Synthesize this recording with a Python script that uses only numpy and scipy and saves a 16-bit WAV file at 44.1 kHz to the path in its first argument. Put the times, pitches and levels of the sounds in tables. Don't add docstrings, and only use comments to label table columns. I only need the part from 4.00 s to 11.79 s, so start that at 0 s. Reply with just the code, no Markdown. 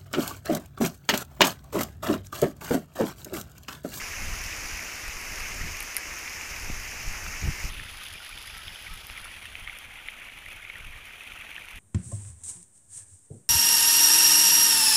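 import sys
import numpy as np
from scipy import signal
from scipy.fft import rfft, irfft, next_fast_len
from scipy.io import wavfile
from scipy.ndimage import uniform_filter1d

SR = 44100
rng = np.random.default_rng(int(sys.argv[2]) if len(sys.argv) > 2 else 0)


def materialize(psi):
    bounded = np.clip(np.atleast_2d(psi).T, -1, 1)
    quanta = np.round(bounded * 32767).astype(np.int16)
    wavfile.write(sys.argv[1], SR, quanta)


N = 343539
T = np.arange(N) / SR


def amp(db):
    return 10 ** (np.asarray(db) / 20)


def unit(x):
    return x / np.sqrt(np.mean(x ** 2) + 1e-20)


def curve(rows, t):
    times, *columns = np.transpose(rows)
    return [np.interp(t, times, column) for column in columns]


def spectrum_db(points, hz):
    point_hz, db = np.transpose(points)
    return np.interp(np.log(hz + 1), np.log(point_hz + 1), db)


def add(mix, start, sound):
    part = mix[max(round(start * SR), 0):][:len(sound)]
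    part += sound[:len(part)]


def colour(x, points):
    size = next_fast_len(len(x))
    gain = amp(spectrum_db(points, np.fft.rfftfreq(size, 1 / SR)))
    return irfft(rfft(x, size) * gain, size)[:len(x)]


def short_spectra(x):
    return signal.stft(x, SR, nperseg=512, noverlap=384)


def waveform(spectra):
    return signal.istft(spectra, SR, nperseg=512, noverlap=384)[1][:N]


def patches(shape, size):
    across_bins = uniform_filter1d(rng.standard_normal(shape), size[0], axis=0)
    return unit(uniform_filter1d(across_bins, size[1], axis=1))


def fluctuation(samples):
    return patches((1, N), size=(1, samples))[0]


def scatter(x, t60, wet_db):
    t = T[:4096]
    tail = rng.standard_normal(len(t)) * amp(-60 * t / t60) * (t > .001)
    return x + amp(wet_db) * signal.oaconvolve(x, tail / np.linalg.norm(tail))[:N]


def leaf_contact(hz, length):
    t = T[:1024]
    age = 3 * t / length
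    return age * np.exp(1 - age) * np.sin(2 * np.pi * hz * t)


def patter(per_s, low_hz, high_hz, cycles, spread_db):
    out = np.zeros(N)
    pitches = np.geomspace(low_hz, high_hz, 32)
    for hz in pitches:
        when, strength, chance = rng.random((3, 1500))
        weight = np.minimum(-np.log(strength + 1e-9), 3)
        touches = chance < per_s * N / SR / len(pitches) / len(when)
        hits = np.bincount((when * N).astype(int), amp(spread_db * weight) * touches, N)
        length = cycles * rng.uniform(0.53, 2.4) / hz
        out += signal.oaconvolve(hits, leaf_contact(hz, length))[:N]
    return unit(out)


def crackling(per_s, spread_db):
    # (frequency [Hz], relative level [dB])
    edge_spectrum = [(500, -16), (2500, -10), (5000, -3), (7000, -6), (10000, 3), (15000, -3)]
    strength, chance, sign = rng.random((3, N))
    weight = np.minimum(-np.log(strength + 1e-9), 3.5)
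    clicks = amp(spread_db * weight) * np.sign(sign - .5) * (chance < per_s / SR)
    return unit(colour(scatter(clicks, t60=0.011, wet_db=-5.5), edge_spectrum))


def maize():
    # (time [s], relative level [dB])
    rustle_levels = [(0, -40.3), (.2, -41), (.7, -41), (1.15, -42.5), (1.39, -41), (2, -43), (2.45, -42.5),
                     (2.9, -43), (3.69, -41.8)]
    # (frequency [Hz], relative level [dB])
    rustle_spectrum = [(100, -20), (300, -7), (480, -10.5), (1000, -7), (1600, -5), (2150, 0.5), (2650, -1),
                       (3350, -14.5), (4150, -15), (5300, -5.5), (6600, -5), (8100, -19), (9600, -16.5),
                       (13200, -18.5), (15000, -19)]
    ticks = amp(-17.5) * patter(per_s=300, low_hz=1303, high_hz=3090, cycles=1.96, spread_db=4.0)
    crackle = amp(-11) * crackling(per_s=300, spread_db=9.0)
    hz, _, spectra = short_spectra(rng.standard_normal(N) + ticks + crackle)
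    flicker_db = 1.1 * patches(spectra.shape, size=(10, 14))
    spectra *= amp(spectrum_db(rustle_spectrum, hz)[:, None] + flicker_db)
    rustle_db, = curve(rustle_levels, T)
    return unit(waveform(spectra)) * amp(rustle_db + 5.0)


def airflow_db():
    # (time [s], relative level [dB])
    breeze_levels = [(0, -49.5), (.45, -44), (.95, -55.5), (1.5, -45.5), (1.95, -52.5), (2.25, -54),
                     (2.55, -47), (3.6, -46.5), (4.2, -57), (5.25, -53), (6.1, -60.5), (6.65, -58.5),
                     (7.79, -61)]
    # (peak time [s], relative level [dB], duration [s])
    gusts = [(0.237, -37, 0.1), (0.32, -36.5, 0.11), (.55, -46, .06), (0.737, -40.5, 0.098),
             (1.07, -41.5, .09), (1.32, -44, .06), (1.645, -35.5, .14), (2.715, -38, 0.12),
             (3.08, -38.5, 0.076), (3.253, -38.5, .07), (3.465, -23.5, 0.074), (3.647, -34.5, .06),
             (3.764, -42, 0.15), (4.138, -49, 0.08), (4.348, -48, .04), (4.554, -48.5, 0.11),
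             (4.69, -45, .07), (4.92, -46.5, 0.14), (5.117, -50, 0.065), (5.6, -49, .17),
             (5.888, -53, 0.055), (6.475, -52, 0.056), (6.877, -46.5, 0.18), (7.32, -52.5, 0.045),
             (7.425, -57.5, 0.045), (7.78, -43.5, 0.07)]
    flutter_db = 2.5
    rise_share, edge_db = .45, 7
    breeze_db, = curve(breeze_levels, T)
    power = amp(breeze_db + flutter_db * fluctuation(samples=2600)) ** 2
    for peak_time, db, length in gusts:
        from_peak = np.maximum((peak_time - T) / rise_share, (T - peak_time) / (1 - rise_share)) / length
        near = from_peak < 4
        power[near] += amp(db - edge_db * from_peak[near] ** 1.6) ** 2
    return 10 * np.log10(power)


def buffeting():
    # (frequency [Hz], relative level [dB])
    light_spectrum = [(8, -6.5), (22, 7.5), (45, 1), (85, -1.5), (130, -12), (200, -16.5), (320, -27),
                      (700, -44), (2000, -90)]
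    # (frequency [Hz], relative level [dB])
    hard_spectrum = [(8, -12), (25, -4), (50, -10), (85, 10), (135, -0.5), (190, -1), (260, -19),
                     (340, -14.5), (480, -41), (900, -57), (2000, -90)]
    hard_from_db, hard_range_db, pickup_db = -35.5, 8, -3
    air_db = airflow_db()
    hardness = np.clip((air_db - hard_from_db) / hard_range_db, 0, 1)
    puffs = rng.standard_normal(N) * amp(3.0 * fluctuation(samples=900))
    light, hard = unit(colour(puffs, light_spectrum)), unit(colour(puffs, hard_spectrum))
    rumble = (1 - hardness) * light + hardness * hard
    audible = signal.sosfiltfilt(signal.butter(2, 40, "high", fs=SR, output="sos"), rumble)
    running_rms = np.sqrt(uniform_filter1d(audible ** 2, size=4000) + 1e-6)
    return rumble / running_rms * amp(air_db + pickup_db)


def slaps():
    # (time [s], relative level [dB], frequency [Hz], duration [s])
    collisions = [(0.528, -28.5, 2550, 0.0026), (1.807, -24.5, 2290, 0.0015), (1.968, -24.5, 2120, 0.002),
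                  (2.277, -31, 2410, 0.0033), (2.411, -28, 2300, .0017), (3.264, -28, 1470, 0.0017),
                  (3.797, -32, 1790, .003), (4.066, -32, 3320, 0.001), (4.376, -34, 3250, 0.0016),
                  (4.499, -38, 2360, .011), (4.681, -29.5, 3280, 0.0018), (4.758, -34, 3140, 0.0026),
                  (4.867, -33.5, 2220, 0.024), (5.0997, -24.5, 2510, 0.00046), (5.164, -36.5, 2290, .012),
                  (5.177, -34.5, 2070, .015), (5.256, -35.5, 1300, .0016), (5.454, -38, 1830, 0.0036),
                  (5.554, -26.5, 2370, 0.0012), (5.675, -26, 2150, 0.0036), (5.696, -30, 2150, .0039),
                  (5.957, -35, 2090, .0035), (6.085, -24.5, 2070, 0.0029), (6.288, -38, 2060, .0025),
                  (6.462, -33, 2040, 0.003), (6.6495, -39, 2470, 0.0029), (6.699, -29.5, 2200, 0.0045),
                  (6.7554, -34.5, 1920, 0.0047), (7.134, -37, 2350, .003), (7.2075, -34.5, 2550, 0.0036),
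                  (7.274, -34.5, 2570, .0028), (7.32, -31, 2390, .002), (7.421, -34, 2390, .0024),
                  (7.515, -35.5, 2380, .006), (7.564, -30, 2710, 0.0014), (7.58, -34, 1760, .005),
                  (7.685, -35, 2560, .002)]
    # (frequency [Hz], relative level [dB])
    scuff_spectrum = [(300, -20), (900, -14), (2200, 6), (3500, 0), (5000, -32), (15000, -34)]
    out = np.zeros(N)
    for start, db, hz, length in collisions:
        pat = leaf_contact(hz, min(length, .004))
        age = 3 * T[:len(pat)] / max(length, .001)
        friction = unit(colour(rng.standard_normal(len(pat)), scuff_spectrum))
        scuff = friction * age * np.exp(1 - age)
        add(out, start, amp(db) * (pat + amp(-10) * scuff))
    return amp(1.8) * scatter(out, t60=.03, wet_db=-14)


def thumps():
    # (time [s], peak level [dB], time constant [s])
    eddies = [(1.615, -26.5, 0.0065), (2.7002, -24.5, 0.00077), (2.722, -34, 0.019), (3.077, -25, 0.01),
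              (3.431, -21.5, .0043), (3.475, -18, 0.0034), (3.643, -26, 0.0072)]
    out = np.zeros(N)
    for start, db, time_constant in eddies:
        age = T[:8192] / time_constant
        pressure = age * (1 - age / 2) * np.exp(-age)
        add(out, start, amp(db) * pressure / pressure.max())
    return out


def snaps():
    # (time [s], peak level before scattering [dB])
    fractures = [(1.8047, -17), (1.827, -21), (1.9452, -26), (1.9669, -9), (1.982, -24), (4.052, -33),
                 (4.138, -30), (4.4732, -32), (4.9393, -28.5), (5.069, -26), (5.7875, -28.5), (6.5041, -36)]
    # (frequency [Hz], relative level [dB])
    crack_spectrum = [(500, -36), (2000, -28), (3500, -13), (5500, -7.5), (7700, -16), (9300, 0.5),
                      (11200, 1.5), (13000, -9), (15000, -7.5)]
    out, t = np.zeros(N), T[:512]
    lead = 64
    for start, db in fractures:
        splits = rng.choice([-1., 1.], len(t)) * np.exp(-t / .0006)
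        crack = colour(np.pad(splits, (lead, 0)), crack_spectrum)
        add(out, start - lead / SR, amp(db) * crack / abs(crack).max())
    return scatter(out, t60=0.061, wet_db=-11.5)


def grove():
    # (time [s], relative level [dB])
    rustle_levels = [(3.71, -41), (4.14, -44), (4.73, -46), (5.22, -45), (5.61, -42), (6.65, -42),
                     (6.87, -42.5), (7.43, -41), (7.79, -42.5)]
    # (frequency [Hz], relative level [dB])
    facing_spectrum = [(120, -10.5), (480, -9.5), (850, -3.5), (1050, -4.5), (1400, -2.5), (2300, 1.5),
                       (3350, 2), (4150, -7), (5200, -9), (6300, -9.5), (7900, -17), (10500, -12.5),
                       (13500, -18), (15000, -15.5)]
    # (frequency [Hz], relative level [dB])
    aside_spectrum = [(120, -12), (450, -13.5), (820, -8.5), (1050, -10.5), (1600, -8), (2350, 1.5),
                      (3300, -5.5), (4100, -17), (5100, -22.5), (6100, -18), (8250, -26), (9500, -17.5),
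                      (13200, -25), (15000, -23.5)]
    # (time [s], share turned aside [0-1], treble peak [Hz], peak gain [dB])
    headings = [(3.7, 0.33, 10300, 6), (4.3, 0.04, 10500, 6), (4.65, 0, 10700, 8.5), (5.1, 0.16, 10800, 5),
                (5.3, 0.36, 9900, 9.5), (5.5, 0.63, 9300, 5), (5.9, 1, 10100, 1.5), (7.79, 1, 10200, -0.5)]
    flurries = amp(1.3 * fluctuation(samples=2200))
    strips = amp(-12.0) * patter(per_s=330, low_hz=1220, high_hz=3650, cycles=4.9, spread_db=3.0)
    crackle = amp(-5) * crackling(per_s=280, spread_db=6.0)
    hiss = rng.standard_normal(N) * amp(1.6 * fluctuation(samples=350))
    hz, t, spectra = short_spectra(hiss + flurries * (strips + crackle))
    hz = hz[:, None]
    aside, peak_hz, peak_db = curve(headings, t)
    heading_db = (1 - aside) * spectrum_db(facing_spectrum, hz) + aside * spectrum_db(aside_spectrum, hz)
    treble_db = peak_db * np.exp(-((hz - peak_hz) / 850) ** 2)
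    sizzle_db = 7 * (1 - aside) ** 2 * np.exp(-((hz - 0.472 * peak_hz) / 450) ** 2)
    flicker_db = 1.12 * patches(spectra.shape, size=(4, 14))
    spectra *= amp(heading_db + treble_db + sizzle_db + flicker_db)
    rustle_db, = curve(rustle_levels, T)
    return unit(waveform(spectra)) * amp(rustle_db - 0.17)


def whistles():
    # (time [s], duration [s], top frequency [Hz], peak level [dB])
    notes = [(4.524, 0.115, 1328, -49), (4.87, 0.107, 1300, -50)]
    arch_depth = 0.084
    out = np.zeros(N)
    for start, length, top_hz, db in notes:
        arch = np.sin(np.pi * T[T < length] / length)
        waver = 1 + 0.021 * fluctuation(samples=150)[:len(arch)]
        hz = top_hz * (1 - arch_depth * (1 - arch)) * waver
        add(out, start, amp(db) * arch * np.sin(2 * np.pi * np.cumsum(hz) / SR))
    return out


def scene():
    grove_from_s = 3.694
    leaves = np.where(T < grove_from_s, maize(), grove())
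    return (leaves + slaps() + snaps() + buffeting() + thumps() + whistles())[None]


def record(dry):
    cutoff_hz = 15150
    lowpass = signal.firwin(801, cutoff_hz, window=("kaiser", 8), fs=SR)
    return signal.oaconvolve(dry, lowpass[None], "same")


dry = scene()
out = record(dry)
materialize(out)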